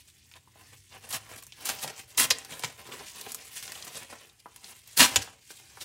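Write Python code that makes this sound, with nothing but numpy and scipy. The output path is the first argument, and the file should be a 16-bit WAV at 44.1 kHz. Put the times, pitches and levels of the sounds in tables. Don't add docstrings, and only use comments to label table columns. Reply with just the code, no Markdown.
import sys
import numpy as np
from scipy import signal
from scipy.fft import rfft, irfft
from scipy.io import wavfile
from scipy.ndimage import uniform_filter1d

SR = 44100
rng = np.random.default_rng(int(sys.argv[2]) if len(sys.argv) > 2 else 0)


def master_out(mix):
    frames = np.transpose(np.atleast_2d(mix))
    ceiling = np.clip(frames, -1, 1)
    pcm = np.round(ceiling * 32767).astype(np.int16)
    wavfile.write(sys.argv[1], SR, pcm)


N = 257544

TIME = np.arange(N) / SR
FREQ = np.maximum(np.arange(N // 2 + 1) * SR / N, 1)


def undb(db):
    return 10 ** (np.asarray(db) / 20)


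def unit(x):
    return x / np.sqrt(np.mean(x ** 2))


def colour(x, points):
    hz, db = np.transpose(points)
    log_gain = np.log(undb(np.interp(np.log(FREQ), np.log(hz), db)))
    cepstrum = irfft(log_gain, N)
    cepstrum[1:N // 2] *= 2
    cepstrum[N // 2 + 1:] = 0
    response = np.exp(rfft(cepstrum))
    return unit(irfft(rfft(x) * response, N))


def resonate(x, hz, width_hz):
    w = 2 * np.pi * hz / SR
    a = np.sin(w) * width_hz / hz / 2
    return signal.lfilter([a, 0, -a], [1 + a, -2 * np.cos(w), 1 - a], x)


def resonate_twice(x, hz, width_hz):
    return resonate(resonate(x, hz, width_hz), hz, width_hz)


def ring(x, modes):
    return x + sum(undb(db) * resonate(x, hz, width_hz) for hz, width_hz, db in modes)


def walk(rate_hz):
    hold = int(SR / rate_hz)
    steps = rng.standard_normal(N)[np.arange(N) // hold]
    return unit(uniform_filter1d(steps, hold))


def grains(rate_hz, spread_db):
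    size = undb(spread_db * np.minimum(rng.exponential(size=N), 4))
    happens = rng.random(N) < rate_hz / SR
    return unit(happens * size * rng.choice([-1, 1], N))


def crinkles(rate_hz, spread_db, width, count=12):
    pitches_hz = np.geomspace(600, 14000, count)
    power_shares = pitches_hz / pitches_hz.sum()
    total = np.zeros(N)
    for hz, share in zip(pitches_hz, power_shares):
        flips = grains(rate_hz / count, spread_db)
        total += np.sqrt(share) * unit(resonate(flips, hz, width * hz))
    return unit(total)


def room_tone():
    # (frequency [Hz], density [dB])
    tone_spectrum = [(20, -54), (38, -27), (52, -3), (90, 0), (125, 1), (180, -12.5), (400, -17),
                     (1200, -88), (16000, -66)]
    # (time [s], level [dB])
    rumble = [(0, -66.5), (1.5, -64), (4.4, -69.5), (5.84, -66)]
    level_db = np.interp(TIME, *np.transpose(rumble))
    return colour(rng.standard_normal(N), tone_spectrum) * undb(level_db)


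def motor(waver_db):
    # (time [s], pitch [Hz], level [dB])
    run_up = [(0, 76.1, -72), (.4, 88.8, -66.5), (1.3, 107.7, -64), (1.7, 114, -97)]
    times, hz, db = np.transpose(run_up)
    phase = 2 * np.pi * np.cumsum(np.interp(TIME, times, hz)) / SR
    level_db = np.interp(TIME, times, db) + waver_db * walk(14)
    return unit(np.sin(phase)) * undb(level_db)


def flapping(swell_s, width):
    # (start [s], level [dB], centre [Hz])
    flaps = [(1.134, -48, 123), (1.836, -48, 162), (2.206, -49, 84), (2.301, -52.5, 86), (2.637, -41, 119),
             (4.997, -29, 235), (5.005, -45, 163), (5.155, -39, 90), (5.159, -42, 256)]
    out = np.zeros(N + SR)
    t = TIME[:SR // 6]
    shape = t / swell_s * np.exp(1 - t / swell_s)
    shape_rms = np.sqrt(np.mean(shape ** 2))
    for start_s, db, hz in flaps:
        swing = resonate_twice(rng.standard_normal(len(t)), hz, width * hz) * shape
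        start = int(start_s * SR)
        out[start:start + len(t)] += undb(db) * unit(swing) * shape_rms
    return out[:N]


def slide(peak_s, length_s):
    rise_share = 0.44
    side_s = length_s * np.where(TIME < peak_s, rise_share, 1 - rise_share)
    return np.exp(-((TIME - peak_s) / side_s) ** 2)


def bending(x, patchy_db, rate_hz, count=14):
    place = np.interp(np.log(FREQ), np.log([200, 14000]), [0, count - 1])
    spectrum = rfft(x)
    knots = np.arange(0, TIME[-1] + 1, 1 / rate_hz)
    out = np.zeros(N)
    for k in range(count):
        gain = np.interp(TIME, knots, undb(patchy_db * rng.standard_normal(len(knots))))
        band = irfft(spectrum * np.maximum(1 - abs(place - k), 0), N)
        out += gain * band
    return out


def rubbing():
    # (time [s], hiss level [dB], flexing level [dB])
    grip = [(0, -65, -84), (.2, -61, -78.5), (.52, -66, -77), (.6, -56.5, -56.5), (.88, -61, -92),
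            (1.21, -56.5, -55), (1.5, -58, -83), (1.74, -43.5, -48), (2.07, -60.5, -66),
            (2.291, -49, -45.5), (2.76, -66, -75), (3.3, -52, -52.5), (3.48, -50.5, -61.5),
            (3.76, -45.5, -50), (4.359, -67.5, -78), (4.6, -56.5, -63.5), (4.86, -57, -74),
            (5.14, -38, -38), (5.36, -65, -64.5), (5.469, -55, -83), (5.601, -53.5, -63)]
    # (fastest at [s], length [s], hiss level [dB], flexing level [dB])
    slides = [(.005, 0.032, -55, -79), (0.086, 0.044, -53.5, -87), (0.362, 0.036, -58.5, -56.5),
              (0.739, 0.043, -61.5, -56.5), (0.949, 0.069, -56, -49), (1.051, 0.072, -53, -52.5),
              (1.33, 0.11, -50, -49), (1.383, 0.025, -44, -49.5), (1.629, 0.11, -58, -50),
              (1.89, 0.08, -48, -47), (1.991, 0.059, -44.5, -53.5), (2.106, 0.038, -50, -59.5),
              (2.522, 0.068, -44, -45.5), (2.623, 0.2, -47, -49), (2.804, 0.049, -49.5, -49.5),
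              (2.876, 0.077, -50.5, -50.5), (2.933, 0.035, -41, -42), (2.983, 0.14, -47, -47.5),
              (3.08, 0.07, -43.5, -77), (3.181, 0.11, -44, -53), (3.264, 0.018, -55, -43.5),
              (3.295, 0.045, -43.5, -71), (3.57, 0.091, -41, -59.5), (3.63, 0.031, -42, -62),
              (3.878, 0.032, -48, -47), (3.962, 0.095, -42.5, -47.5), (4.022, 0.048, -49, -47.5),
              (4.123, 0.065, -47.5, -49.5), (4.222, 0.15, -56, -57.5), (4.4, 0.02, -56, -83),
              (4.688, 0.12, -50, -56.5), (5.223, 0.016, -32.5, -53), (5.505, 0.03, -45.5, -62),
              (5.818, 0.027, -39, -52)]
    # (frequency [Hz], density [dB])
    hiss_spectrum = [(400, -17.5), (1300, -8), (2100, 2), (3200, 1), (5000, 2), (9000, 2), (12000, -4.5),
                     (16000, -6.5)]
    flex_spectrum = [(40, -10), (110, 1.5), (200, -0.5), (450, 1.5), (1000, -2), (1600, -2.5), (3000, -4.5),
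                     (9000, -26)]
    times, grip_hiss_db, grip_flex_db = np.transpose(grip)
    hiss_gain = undb(np.interp(TIME, times, grip_hiss_db))
    flex_gain = undb(np.interp(TIME, times, grip_flex_db))
    for peak_s, length_s, hiss_db, flex_db in slides:
        speed = slide(peak_s, length_s)
        hiss_gain = np.hypot(hiss_gain, undb(hiss_db) * speed)
        flex_gain = np.hypot(flex_gain, undb(flex_db) * speed)
    slip = undb(1.6 * walk(130))
    facets = crinkles(rate_hz=1100, spread_db=2.0, width=0.25) * undb(-3.5)
    hiss = colour(grains(14000, 1.4) + facets, hiss_spectrum)
    flex = colour(grains(2500, 4.8) + facets, flex_spectrum)
    rub = (hiss * hiss_gain + flex * flex_gain) * slip
    return bending(rub, patchy_db=2.2, rate_hz=40)


def buckles(events, rattle, rattle_s, thump_db, thump_hz):
    out = np.zeros(N + SR)
    t = TIME[:SR // 8]
    for start_s, db, hz, width in events:
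        push = rattle * np.exp(-t / rattle_s) * rng.standard_normal(len(t))
        push[0] += 1
        crack = resonate_twice(push, hz, width * hz)
        thump = resonate_twice(push, thump_hz, 2 * thump_hz)
        sound = unit(crack) + undb(thump_db) * unit(thump)
        sound *= undb(db) / np.sqrt(np.mean(sound[:SR // 100] ** 2))
        start = int(start_s * SR)
        out[start:start + len(t)] += sound
    return out[:N]


def popping():
    # (start [s], level [dB], centre [Hz], bandwidth / centre)
    pops = [(0.473, -58.5, 910, 0.4), (0.556, -55.5, 630, 0.76), (1.843, -36.5, 634, 0.43),
            (2.637, -32.5, 1440, 1.4), (2.888, -44, 477, 4.5), (3.007, -41, 1100, 18), (4.126, -42, 706, 3),
            (4.457, -42, 910, 1.14), (4.726, -54.5, 1530, 3.6), (5.274, -46, 1070, 1.1),
            (5.504, -45, 1350, 2.4), (5.772, -46, 1050, 1.3)]
    knocks = buckles(pops, rattle=0.057, rattle_s=0.015, thump_db=-6.5, thump_hz=410)
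    return signal.sosfilt(signal.butter(6, 1700, fs=SR, output="sos"), knocks)


def ticking():
    # (start [s], level [dB], centre [Hz], bandwidth / centre)
    ticks = [(0.314, -55.5, 2550, 1.9), (0.338, -51, 2590, 1.5), (1.091, -43, 10500, 1.2),
             (1.126, -34, 7000, 3.4), (1.361, -49, 8500, 2.6), (1.425, -46, 6000, 14),
             (1.435, -47.5, 8000, 1.3), (1.467, -47, 8900, 1.8), (1.522, -45, 3530, 0.74),
             (1.719, -40, 3250, 10), (1.877, -36.5, 3260, 3.6), (2.303, -25.5, 5700, 0.71),
             (2.385, -38.5, 7000, 0.89), (2.448, -42.5, 4340, 3.5), (2.594, -39.5, 7550, 3.2),
             (2.624, -45, 2500, 4), (2.922, -44, 2450, 0.88), (3.212, -38.5, 6350, 3.3),
             (3.319, -35.5, 8700, 1.9), (3.346, -32.5, 8800, 1.6), (3.452, -50, 10000, 1.5),
             (3.626, -40.5, 4550, 3.6), (3.678, -41, 3000, 3), (3.72, -37.5, 4200, 5.5),
             (3.753, -47, 2920, 0.29), (3.824, -40.5, 4470, 1), (3.849, -42.5, 10900, 3.6),
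             (3.868, -46.5, 2600, 6), (4.296, -58, 4000, .8), (4.543, -61, 10400, 0.1),
             (4.561, -47, 5940, 9), (4.562, -49.5, 10450, 0.088), (4.643, -43.5, 4740, 0.72),
             (4.714, -52, 10450, 0.1), (4.875, -48.5, 7900, 5.7)]
    return buckles(ticks, rattle=0.14, rattle_s=0.004, thump_db=-14.5, thump_hz=1000)


def snapping():
    # (start [s], level [dB], centre [Hz], bandwidth / centre)
    snaps = [(1.655, -30.5, 10100, 1.2), (2.197, -26.5, 1760, 0.56), (2.199, -21.5, 9500, 0.81),
             (2.306, -18, 3430, 2.6), (2.309, -19.5, 4600, 0.65), (2.636, -29.5, 1750, 5.6),
             (2.645, -29.5, 3150, 2.4), (4.996, -28, 8000, 1.5), (5.004, -14.5, 3030, 1.9),
             (5.012, -19, 2630, 0.89), (5.029, -20, 3160, 0.72), (5.159, -17, 3020, 3.5),
             (5.161, -19.5, 6870, 0.24), (5.165, -25.5, 2800, 2.6)]
    return buckles(snaps, rattle=0.13, rattle_s=0.0062, thump_db=-14.0, thump_hz=845)


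def stroke(bite_s, attack_s, hold_s, release_s):
    edge_db, sag_db_per_s = 27.5, 99
    early = np.maximum(bite_s - TIME, 0) / attack_s
    late = np.maximum(TIME - bite_s - hold_s, 0) / release_s
    sag_db = sag_db_per_s * np.clip(TIME - bite_s, 0, hold_s)
    return undb(-edge_db * (early + late) - sag_db)


def slicing():
    # (full bite at [s], attack [s], hold [s], release [s], crackle level [dB], body level [dB])
    strokes = [(1.108, 0.028, 0.004, 0.074, -36, -41.5), (1.13, 0.0069, 0.035, 0.026, -31, -35),
               (1.654, 0.013, 0.033, 0.037, -33, -38.5), (1.689, 0.012, .003, 0.048, -27.5, -29.5),
               (1.838, 0.051, 0.0014, 0.025, -29.5, -35), (2.178, 0.008, 0.023, 0.03, -18.5, -36.5),
               (2.204, 0.0091, 0.045, 0.024, -20.5, -28), (4.974, 0.011, .02, 0.049, -18.5, -36),
               (4.994, 0.021, 0.048, 0.064, -16, -16)]
    # (frequency [Hz], density [dB])
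    fibre_spectrum = [(300, -2), (1500, -3), (4000, 2.5), (8000, 5), (10000, 5), (12500, 0.5),
                      (16000, -0.5)]
    body_spectrum = [(40, -19), (80, -10), (200, -3.5), (400, -7.5), (900, 0), (2800, -1), (5000, -3.5),
                     (9000, -8), (16000, -33)]
    body_lag_s = 0.0033
    crackle_gain, body_gain = np.zeros(N), np.zeros(N)
    for bite_s, attack_s, hold_s, release_s, crackle_db, body_db in strokes:
        fibre_force = stroke(bite_s, attack_s, hold_s, release_s)
        body_force = stroke(bite_s + body_lag_s, attack_s, hold_s, release_s)
        crackle_gain = np.maximum(crackle_gain, undb(crackle_db) * fibre_force)
        body_gain = np.maximum(body_gain, undb(body_db) * body_force)
    bunches = undb(1.3 * walk(500))
    facets = crinkles(rate_hz=2200, spread_db=2.3, width=0.35) * undb(-3)
    crackle = colour((grains(14000, 0.99) + facets) * bunches, fibre_spectrum)
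    body = colour(grains(9000, 4.1) * bunches, body_spectrum)
    return crackle * crackle_gain + body * body_gain


def sheet(x):
    # (centre [Hz], width [Hz], level [dB])
    sheet_modes = [(1825, 210, -8.5), (2860, 1330, -9)]
    bend_lag_s = 0.00132
    turns = 2 * bend_lag_s * np.sqrt(1000 * FREQ)
    dispersed = irfft(rfft(x) * np.exp(-2j * np.pi * turns), N)
    return undb(-1.5) * ring(dispersed, sheet_modes)


def surroundings(x):
    # (centre [Hz], width [Hz], level [dB])
    room_modes = [(250.7, 7, -2.5), (457.2, 5.9, 1), (783, 10, 3.5), (1013, 70, -2.5)]
    return ring(x, room_modes)


def room(x, near_db, near_t60_s, far_db, far_t60_s, damp_hz, count=48):
    t = TIME[:SR // 3]
    hop = N // count + 1
    window = signal.windows.cosine(2 * hop)
    dull = signal.butter(1, damp_hz, fs=SR)
    padded = np.pad(x, (hop, 2 * hop))
    out = np.zeros(N + 3 * hop + len(t))
    for start in range(0, N + hop, hop):
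        near, far = rng.standard_normal((2, len(t)))
        near *= undb(-60 * t / near_t60_s) * (t > 0.001)
        far = signal.lfilter(*dull, far) * undb(-60 * t / far_t60_s) * (t > 0.008)
        echoes = (undb(near_db) * unit(near) + undb(far_db) * unit(far)) / np.sqrt(len(t))
        wet = signal.fftconvolve(padded[start:start + 2 * hop] * window, echoes)
        out[start:start + len(wet)] += wet
    return (x + out[hop:hop + N]) / np.sqrt(1 + undb(near_db) ** 2)


def scene():
    touches = rubbing() + popping() + ticking() + snapping() + slicing()
    paper = sheet(touches) + flapping(swell_s=0.012, width=0.4)
    heard = room(surroundings(paper), near_db=-7.5, near_t60_s=0.068,
                 far_db=-20, far_t60_s=0.38, damp_hz=5940)
    return (room_tone() + motor(waver_db=0.5) + heard)[None]


def record(dry):
    low_cut_hz, top_hz = 42, 15750
    thinned = signal.sosfilt(signal.butter(3, low_cut_hz, "high", fs=SR, output="sos"), dry)
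    rounded = np.tanh(thinned)
    return signal.sosfilt(signal.ellip(10, 0.2, 70, top_hz, fs=SR, output="sos"), rounded)


dry = scene()
out = record(dry)
master_out(out)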